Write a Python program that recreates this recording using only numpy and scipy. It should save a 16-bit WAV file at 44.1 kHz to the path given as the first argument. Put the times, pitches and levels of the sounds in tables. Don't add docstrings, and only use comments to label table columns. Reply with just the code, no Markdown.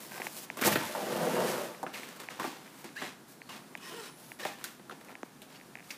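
import sys
import numpy as np
from scipy import signal
from scipy.fft import rfft, irfft, next_fast_len
from scipy.io import wavfile
from scipy.ndimage import uniform_filter1d

SR = 44100
rng = np.random.default_rng(int(sys.argv[2]) if len(sys.argv) > 2 else 0)


def dump_mix(stems):
    frames = np.atleast_2d(stems).T
    limited = np.clip(frames, -1, 1)
    pcm = np.round(limited * 32767).astype(np.int16)
    wavfile.write(sys.argv[1], SR, pcm)


N = 263277
TIME = np.arange(N) / SR


def undb(db):
    return 10 ** (np.asarray(db) / 20)


def unit(x):
    return x / np.sqrt(np.mean(x ** 2))


def band(x, hz, width_hz, order=1):
    low = np.sqrt(hz ** 2 + width_hz ** 2 / 4) - width_hz / 2
    edges = [low, min(low + width_hz, .45 * SR)]
    return signal.sosfilt(signal.butter(order, edges, "band", fs=SR, output="sos"), x)


def ring(x, modes, order=1):
    return sum((-1) ** k * undb(db) * band(x, hz, width, order) / np.sqrt(width)
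               for k, (hz, width, db) in enumerate(modes))


def swaying_ring(x, modes, sway_db, rate_hz):
    return unit(sum((-1) ** k * undb(sway_db * walk(rate_hz)) * ring(x, [mode])
                    for k, mode in enumerate(modes)))


def colour(x, shape):
    size = next_fast_len(N)
    hz = np.maximum(np.arange(size // 2 + 1) * SR / size, 1)
    points_hz, db = np.transpose(shape)
    gain = undb(np.interp(np.log(hz), np.log(points_hz), db))
    return unit(irfft(rfft(x, size) * gain, size)[:N])


def walk(rate_hz):
    hold = int(SR / rate_hz)
    steps = np.repeat(rng.standard_normal(N // hold + 1), hold)
    return unit(uniform_filter1d(uniform_filter1d(steps, hold), hold)[:N])


def grit(per_second, spread_db):
    slips = (rng.random(N) < per_second / SR) * rng.standard_normal(N)
    return unit(slips * undb(spread_db * rng.exponential(size=N)))


def stroke(start, swell, hold, fade, swell_db=14, fade_db=25):
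    t = TIME - start
    rise_db = swell_db * np.minimum(t / max(swell, .001) - 1, 0)
    fall_db = fade_db * np.maximum(t - swell - hold, 0) / max(fade, .005)
    return undb(rise_db - fall_db) * np.clip(t / .0022, 0, 1)


# frequency in Hz, bandwidth in Hz, gain in dB.
PANEL_MODES = [(354, 49, -6.5), (471, 55, -0.5), (593, 167, 2.5), (708, 126, 1.5), (852, 150, -3.5),
               (1400, 740, -6), (2000, 190, -14.5), (2790, 270, -20)]
FRAME_MODES = [(102, 34, -18), (136, 75, -14), (174.7, 45, 0.5), (230.5, 54, 0)]
def door():
    crush = grit(2500, 1.17) * undb(.7 * walk(60.17))
    panel = swaying_ring(crush, PANEL_MODES, sway_db=1.5, rate_hz=11.9)
    frame = unit(ring(crush, FRAME_MODES, order=2))
    thump = undb(2) * unit(band(crush, 131, 87, order=2))
    return rolling(panel, frame) + tearing_seal(panel, frame + thump)


# time in seconds, rumble level in dB, brush hiss level in dB.
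TRAVEL = [(.76, -65, -65), (.79, -52, -43.5), (.87, -47.5, -41.5), (.94, -47, -44), (.955, -40, -45),
          (1.06, -37.5, -45), (1.12, -34.5, -42.5), (1.19, -32.5, -42), (1.27, -32.5, -41.5),
          (1.35, -30.5, -40.5), (1.42, -31, -42), (1.48, -33.5, -37.5), (1.56, -37.5, -42),
          (1.62, -40.5, -44.5), (1.69, -47, -50), (1.77, -54.5, -58), (1.83, -55, -59)]
# frequency in Hz, relative spectral density in dB.
BRUSH_SPECTRUM = [(1500, 1), (3000, -3.5), (7500, -8), (9500, -8.5), (11500, -7.5), (15000, -12.5)]
def rolling(panel, frame, frame_db=-8.5):
    hiss = colour(grit(9000, .7), [(500, -30), *BRUSH_SPECTRUM]) * undb(.57 * walk(57.9))
    times, *levels = np.transpose(TRAVEL)
    rumble_gain, hiss_gain = (undb(np.interp(TIME, times, db, left=-100, right=-100)) for db in levels)
    rumble = undb(.7 * walk(25.1)) * (panel + undb(frame_db) * frame)
    return rumble_gain * rumble + hiss_gain * hiss


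# start, swell, hold and fade in seconds, panel level in dB,
# then hiss, frame boom and crunch in dB relative to the panel.
JERKS = [(0.573, .006, .03, .03, -48, 1.5, -17, -1.5), (.61, 0.012, 0.041, .03, -40.5, 3, -16, -5),
         (0.64, 0.022, 0.022, 0.058, -35, 6, -3.5, -3), (0.704, 0.022, 0.0039, 0.048, -40.5, 8.5, 3.5, 4),
         (0.756, 0.0082, 0.008, 0.052, -37.5, -3, -6, -3.5), (.785, .02, 0.042, 0.099, -53, -2, -1, 8)]
# frequency in Hz, relative spectral density in dB.
SEAL_SPECTRUM = [(500, -30), (1500, -0.5), (3000, -4), (7500, -7), (10000, -8), (12500, -5), (15000, -6.5)]
def tearing_seal(panel, frame):
    crunch = unit(band(grit(1800, 2.1), 1900, 2000, order=2))
    hiss = colour(grit(9000, 1.), SEAL_SPECTRUM)
    out = 0
    for *timing, db, hiss_db, boom_db, crunch_db in JERKS:
        jerk = panel + undb(boom_db) * frame + undb(hiss_db) * hiss + undb(crunch_db) * crunch
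        out += undb(db) * stroke(*timing) * jerk
    return out


# start in seconds, peak of the rap in dB,
# thud and snap in dB relative to it, pitch of the rap in Hz.
IMPACTS = [(.066, -50, -20, 10, 4500), (.172, -48, -20, 12, 4700), (0.1994, -36.5, 5.5, -30, 1870),
           (0.572, -33, -4, 6, 1060), (0.5904, -32.5, 0.5, -3, 1640), (.614, -26.5, -23, 6, 1520),
           (.6182, -26.5, 3.5, 5, 1760), (0.6254, -20, -22, -16, 1450), (0.6375, -18.5, -20, -5, 1900),
           (0.65, -23, 2, 7, 1010), (0.6585, -21.5, -4, 7, 1300), (0.6669, -24, 0, 12.5, 2790),
           (.6695, -24, 3, 13, 2640), (.6785, -22, 2.5, 10, 780), (0.723, -23, -22, -6, 1600),
           (.7555, -24.5, -18, 3, 4030), (0.7575, -16, -3, -9, 1550), (.8483, -39, -19, -5, 912),
           (.9505, -26, -19, -7, 780), (1.83, -28, -7, -2, 780), (1.8365, -32.5, -1, -8, 680),
           (1.8653, -27.5, -5, -22, 1300), (2.0885, -39, -4, 5, 1760), (2.1224, -43, -12, 2, 1300),
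           (2.163, -43, -14, 4, 1460), (2.2012, -38.5, -5, 4, 1480), (2.2359, -37.5, -6, -1, 1480),
           (2.308, -37, -11, -12, 1400), (2.391, -39, -6, -10, 800), (2.3986, -25, -6.5, -5, 1010),
           (2.408, -34, -4, -14, 900), (2.4182, -32.5, -1, -13, 1000), (2.431, -34, -4, -10, 1600),
           (2.443, -25.5, -7, -13, 1010), (2.4477, -30, 2.5, -12, 890), (2.474, -36, 4, -14, 1500),
           (2.66, -42, -9, -17, 1720), (2.8436, -38, 2, 5, 2050), (3.018, -29, -5.5, -5, 1110),
           (3.0224, -31, -2.5, -12, 1800), (3.03, -35, 0, -15, 1680), (3.043, -37, 1, -15, 2000),
           (3.775, -38, -15, 0, 2950), (4.4515, -24.5, -28, -5, 1780), (4.4527, -25, -7, -5, 694),
           (4.6126, -41, -14, -4, 1154), (4.6417, -29.5, -14.5, 11.5, 1630), (4.7962, -46, 2.5, -12, 1800),
           (4.8965, -41.5, -3, 5, 3900), (4.9135, -39, -1, -12, 2700), (4.924, -42.5, 2, -15, 1400),
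           (5.0117, -42.5, -3, -2, 1790), (5.048, -48, -12, 9, 2000), (5.419, -36, -12, 3, 3340),
           (5.5028, -48, -15, 3, 3200), (5.5484, -44, -10, -9, 2800), (5.558, -44, -19, -17, 2700),
           (5.9056, -28, -24, -8, 2240), (5.909, -27.5, -30, -3, 5280)]
# frequency in Hz, bandwidth in Hz, gain in dB.
WOOD_MODES = [(251, 196, -2.5), (403, 244, -2.5), (740, 330, -2.5)]
# frequency and bandwidth as multiples of the pitch, gain in dB.
HARD_MODES = [(1, 0.4, 9), (1.9, 1.0, -1.5)]
def impacts(contact_weight=7, rattle_rise_s=.0015, rattle_t60_s=.036):
    size = 9000
    out, t = np.zeros(N + size), TIME[:size]
    rattle_gain = np.exp(-np.log(1000) * t / rattle_t60_s) * (1 - np.exp(-t / rattle_rise_s))
    for start, db, thud_db, snap_db, hz in IMPACTS:
        force = contact_weight * (t == 0) + rattle_gain * rng.standard_normal(size)
        hard_modes = [(ratio * hz, width * hz, mode_db) for ratio, width, mode_db in HARD_MODES]
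        rap = ring(force, hard_modes, order=2)
        thud = ring(force, WOOD_MODES, order=2)
        snap = band(force, 7130, 11000, order=2)
        rap, thud, snap = (part / np.abs(part).max() for part in (rap, thud, snap))
        i = int(start * SR)
        out[i:i + size] += undb(db) * (rap + undb(thud_db) * thud + undb(snap_db) * snap)
    return out[:N]


# start, swell, hold and fade in seconds, level in dB,
# bass and treble in relative dB, delay of the wall reflection in milliseconds.
RUBS = [(0, 0.0029, 0.065, 0.12, -52.5, -3, 1.5, .5), (0.072, 0.08, 0.12, 0.067, -49, -1, -4, 0.4),
        (0.235, 0.13, 0.081, 0.029, -50, -3.5, 4, 0.37), (0.494, 0.021, 0.068, .02, -55.5, 0, -13, 0.37),
        (1.863, .01, .02, 0.11, -52.5, 0.5, -18, 0.38), (1.927, 0.012, 0.045, 0.29, -46, -4.5, -11, 0.49),
        (2.018, 0.0067, 0.15, 0.037, -59, -0.5, -10, 0.66),
        (2.192, 0.0091, 0.021, 0.088, -49.5, -3, -14, 0.85),
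        (2.295, 0.0074, 0.019, 0.29, -50, -5, -20, 1.1), (2.393, 0.0055, 0.067, 0.27, -45, -2, -12.5, 1.17),
        (2.646, 0.16, 0.019, 0.026, -58, -4, -1.5, 0.94),
        (2.836, 0.0087, 0.027, 0.1, -54.5, -3.5, -23, 0.98),
        (2.952, 0.011, 0.052, 0.014, -46.5, -9, -19, 0.66),
        (3.016, 0.005, 0.045, 0.11, -44.5, -4, -30, 0.58), (3.274, .01, 0.037, .1, -62.5, -4, 5, 0.69),
        (3.487, 0.0045, 0.077, 0.075, -48, -3.5, -18, 1.1),
        (3.795, 0.053, 0.22, 0.098, -51, -13, -7.5, 1.75), (4.163, 0.018, 0.14, 0.11, -61, -2.5, 2, 1.4),
        (4.387, 0.012, 0.058, .02, -45, -6, -14, 1.5), (4.457, 0.01, .01, 0.16, -43, -5, -14, 1.73),
        (4.572, 0.026, 0.069, .03, -61, 0, -8, 1.6), (4.641, 0.0089, .005, 0.15, -47.5, -15, -3.5, 1.1),
        (4.9, 0.0085, 0.0086, 0.073, -55.5, 6.5, -25, 1.1), (4.988, .12, .01, 0.061, -59, 5, -11, 1.4),
        (5.243, 0.0095, 0.0075, 0.052, -58, 2, -8, 1.7), (5.415, .008, .005, 0.1, -55.5, -2, -7, 1.8),
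        (5.488, 0.068, .005, .05, -54.5, -6, -15, 1.3), (5.819, .02, 0.058, .03, -60.5, -10, -3, 1.5),
        (5.894, 0.014, .01, 0.14, -51, -15, -6, 1.4)]
def scuffs(reflection=.074):
    slips = grit(8000, 1.) * undb(1.25 * walk(50))
    bass = unit(band(slips, 468, 1270, order=2))
    middle = unit(band(slips, 1770, 2290))
    treble = unit(band(slips, 6340, 14800, order=2))
    out = 0
    for *timing, db, bass_db, treble_db, delay_ms in RUBS:
        rub = middle + undb(bass_db) * bass
        echo = reflection * np.roll(rub, int(delay_ms * SR / 1000))
        out += undb(db) * stroke(*timing) * (rub + echo + undb(treble_db) * treble)
    return out


# start and end in seconds, first and last pitch in Hz, level in dB.
SQUEAL_GLIDES = [(0.098, 0.215, 1600, 1600, -54), (.815, 0.847, 950, 904, -41),
                 (.948, 1.055, 827, 740, -44), (1.936, 1.957, 3100, 2200, -47),
                 (1.949, 1.968, 2250, 1900, -45), (1.97, 1.988, 2100, 1700, -51),
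                 (2.953, 3.011, 1485, 2350, -46.5), (2.965, 3., 2640, 2950, -55),
                 (2.975, 3.014, 3700, 4340, -54.5), (3.407, 3.445, 4100, 4670, -67),
                 (3.44, 3.49, 4700, 4350, -68), (3.488, 3.513, 1330, 890, -55),
                 (3.492, 3.536, 2700, 2970, -55), (4.388, 4.43, 1900, 1560, -50),
                 (4.411, 4.452, 1950, 1800, -50), (4.392, 4.439, 3000, 2600, -58),
                 (4.395, 4.45, 5500, 5450, -61), (4.39, 4.429, 1260, 995, -54),
                 (4.391, 4.445, 637, 464, -52.5), (4.47, 4.558, 1900, 1720, -56),
                 (4.4, 4.452, 4400, 3900, -58), (5.548, 5.58, 4600, 4600, -64),
                 (5.55, 5.58, 5500, 5400, -66)]
def squeals():
    out = np.zeros(N)
    waver, flutter = .04 * walk(700), undb(3 * walk(300))
    for start, end, first_hz, last_hz, db in SQUEAL_GLIDES:
        i, j = int(start * SR), int(end * SR)
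        hz = np.geomspace(first_hz, last_hz, j - i) * (1 + waver[i:j])
        envelope = undb(db) * signal.windows.tukey(j - i, .5) * flutter[i:j]
        out[i:j] += envelope * np.sqrt(2) * np.sin(2 * np.pi * np.cumsum(hz) / SR)
    return out


# time in seconds, pitch in Hz, level in dB.
CHIRP_CONTOUR = [(3.895, 320, -62), (3.915, 335, -46), (3.932, 350, -49), (3.95, 460, -49),
                 (3.99, 475, -47), (4.02, 430, -49), (4.045, 380, -60)]
# relative level in dB, for harmonics 1 to 4.
HARMONICS_DB = [0, -7, -9, -10]
def cat():
    times, hz, db = np.transpose(CHIRP_CONTOUR)
    pitch = np.interp(TIME, times, hz) * (1 + .02 * walk(200))
    phase = 2 * np.pi * np.cumsum(pitch) / SR
    hum = sum(undb(harmonic_db + 3 * walk(90)) * np.sin(k * phase)
              for k, harmonic_db in enumerate(HARMONICS_DB, 1))
    return undb(np.interp(TIME, times, db, left=-120, right=-120)) * hum


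# start, swell, hold and fade in seconds, level in dB.
DRAG_STROKE = (3.8, 0.04, 0.24, 0.05, -48.5)
# frequency in Hz, bandwidth in Hz, gain in dB.
HOLLOW_MODES = [(377, 88, -3.5), (980, 60, -8), (1110, 70, -7), (1410, 120, -6), (1870, 70, -6.5),
                (2530, 90, -7.5), (3000, 240, -4.5), (3940, 150, -8.5), (4440, 200, -10), (5330, 200, -8.5),
                (6100, 200, -10), (7800, 600, -9.5), (9500, 300, -13)]
def hollow_drag():
    *timing, db = DRAG_STROKE
    body = swaying_ring(grit(4000, 2.), HOLLOW_MODES, sway_db=2.5, rate_hz=25)
    return undb(db) * stroke(*timing) * body


# start in seconds, main mode's peak in dB, low mode in relative dB.
CASE_SLIPS = [(0.1192, -35, -3), (0.1795, -34, -6), (0.2185, -23, -11), (0.2684, -22.5, -9.5),
              (0.5009, -23, -10), (1.7482, -37, -16), (2.0332, -31, -14), (2.287, -26, -11.5),
              (2.6775, -42, -16), (2.891, -41, -13), (3.4175, -33, -13), (3.752, -25.5, -12),
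              (4.318, -30.5, -12.5), (5.0856, -40, -13), (5.0931, -41, -16), (5.1047, -44, -14),
              (5.1177, -44, -16), (5.1535, -31.5, -12), (5.5995, -44, -16), (5.6124, -40, -20),
              (5.7543, -29, -14), (5.772, -38, -16), (5.787, -40, -13), (5.796, -39, -12),
              (5.8047, -41, -12), (5.8265, -45, -14)]
# frequency in Hz, bandwidth in Hz, gain in dB.
CASE_MODES = [(2070, 920, 0), (800, 390, 0), (5800, 3100, -17)]
def case_ticks():
    size = 600
    responses = [band(signal.unit_impulse(size), hz, width, order=3) for hz, width, _ in CASE_MODES]
    main, low, bright = (undb(db) * response / np.abs(response).max()
                         for response, (*_, db) in zip(responses, CASE_MODES))
    out = np.zeros(N + size)
    for start, db, low_db in CASE_SLIPS:
        i = int(start * SR)
        out[i:i + size] += undb(db) * (main + bright - undb(low_db) * low)
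    return out[:N]


# start in seconds, level in dB, first and last pitch in Hz,
# glide time constant and 60 dB decay time in seconds, snap gain in relative dB.
POPS = [(4.8966, -30, 1650, 950, .003, .02, -8), (4.9102, -27.5, 1500, 1300, .001, .011, -10),
        (5.2313, -25, 3300, 250, .00075, .025, 6)]
def pops(rise_s=.0005):
    out = 0
    for start, db, first_hz, last_hz, glide_s, t60_s, snap_db in POPS:
        t = np.maximum(TIME - start, 0)
        cycles = last_hz * t + (first_hz - last_hz) * glide_s * (1 - np.exp(-t / glide_s))
        envelope = (1 - np.exp(-t / rise_s)) * np.exp(-np.log(1000) * t / t60_s)
        impulse = 1. * (np.diff(t > 0, prepend=0) > 0)
        snap = undb(snap_db) * band(impulse, 6300, 990, order=2)
        out += undb(db) * (envelope * np.sin(2 * np.pi * cycles) + snap)
    return out


# start, swell, hold and fade in seconds, level in dB.
SWISH_STROKE = (3.8, .2, .35, .08, -64)
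# first centre, last centre and width, all in Hz.
SWISH_BAND = (9000, 11100, 3000)
def swish():
    *timing, db = SWISH_STROKE
    first_hz, last_hz, width_hz = SWISH_BAND
    hz = np.interp(TIME, [timing[0], sum(timing)], [first_hz, last_hz])
    carrier = np.sqrt(2) * np.sin(2 * np.pi * np.cumsum(hz) / SR)
    return undb(db) * stroke(*timing) * walk(width_hz) * carrier


def room(x, t60_s=.37, level_db=-12.5, cutoff_hz=5500):
    t = TIME[:SR // 2]
    tail = rng.standard_normal(len(t)) * np.exp(-np.log(1000) * t / t60_s) * (t > .005)
    tail = signal.lfilter(*signal.butter(1, cutoff_hz, fs=SR), tail)
    return undb(level_db) * signal.fftconvolve(x, tail / np.sqrt(np.sum(tail ** 2)))[:N]


# frequency in Hz, relative spectral density in dB.
HOUSE_SPECTRUM = [(41, -46), (70, -35), (132, -2), (254, 0), (547, -10), (899, -10.5), (1050, -12),
                  (1770, -14), (1940, -17.5), (2720, -20), (7870, -23.5), (10100, -23), (15500, -29)]
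def house(level_db=-54.5):
    return undb(level_db + walk(6.06)) * colour(rng.standard_normal(N), HOUSE_SPECTRUM)


def scene():
    far = door() + scuffs() + hollow_drag() + swish() + squeals() + impacts() + cat()
    return (far + room(far) + case_ticks() + pops() + house())[None]


def record(dry, bottom_hz=100, top_hz=15350):
    thin = signal.sosfilt(signal.butter(4, bottom_hz, "high", fs=SR, output="sos"), dry)
    murmur = undb(-81.5) * unit(band(rng.standard_normal(N), 62, 40))
    return signal.sosfilt(signal.ellip(12, .2, 60, top_hz, fs=SR, output="sos"), thin + murmur)


dry = scene()
out = record(dry)
dump_mix(out)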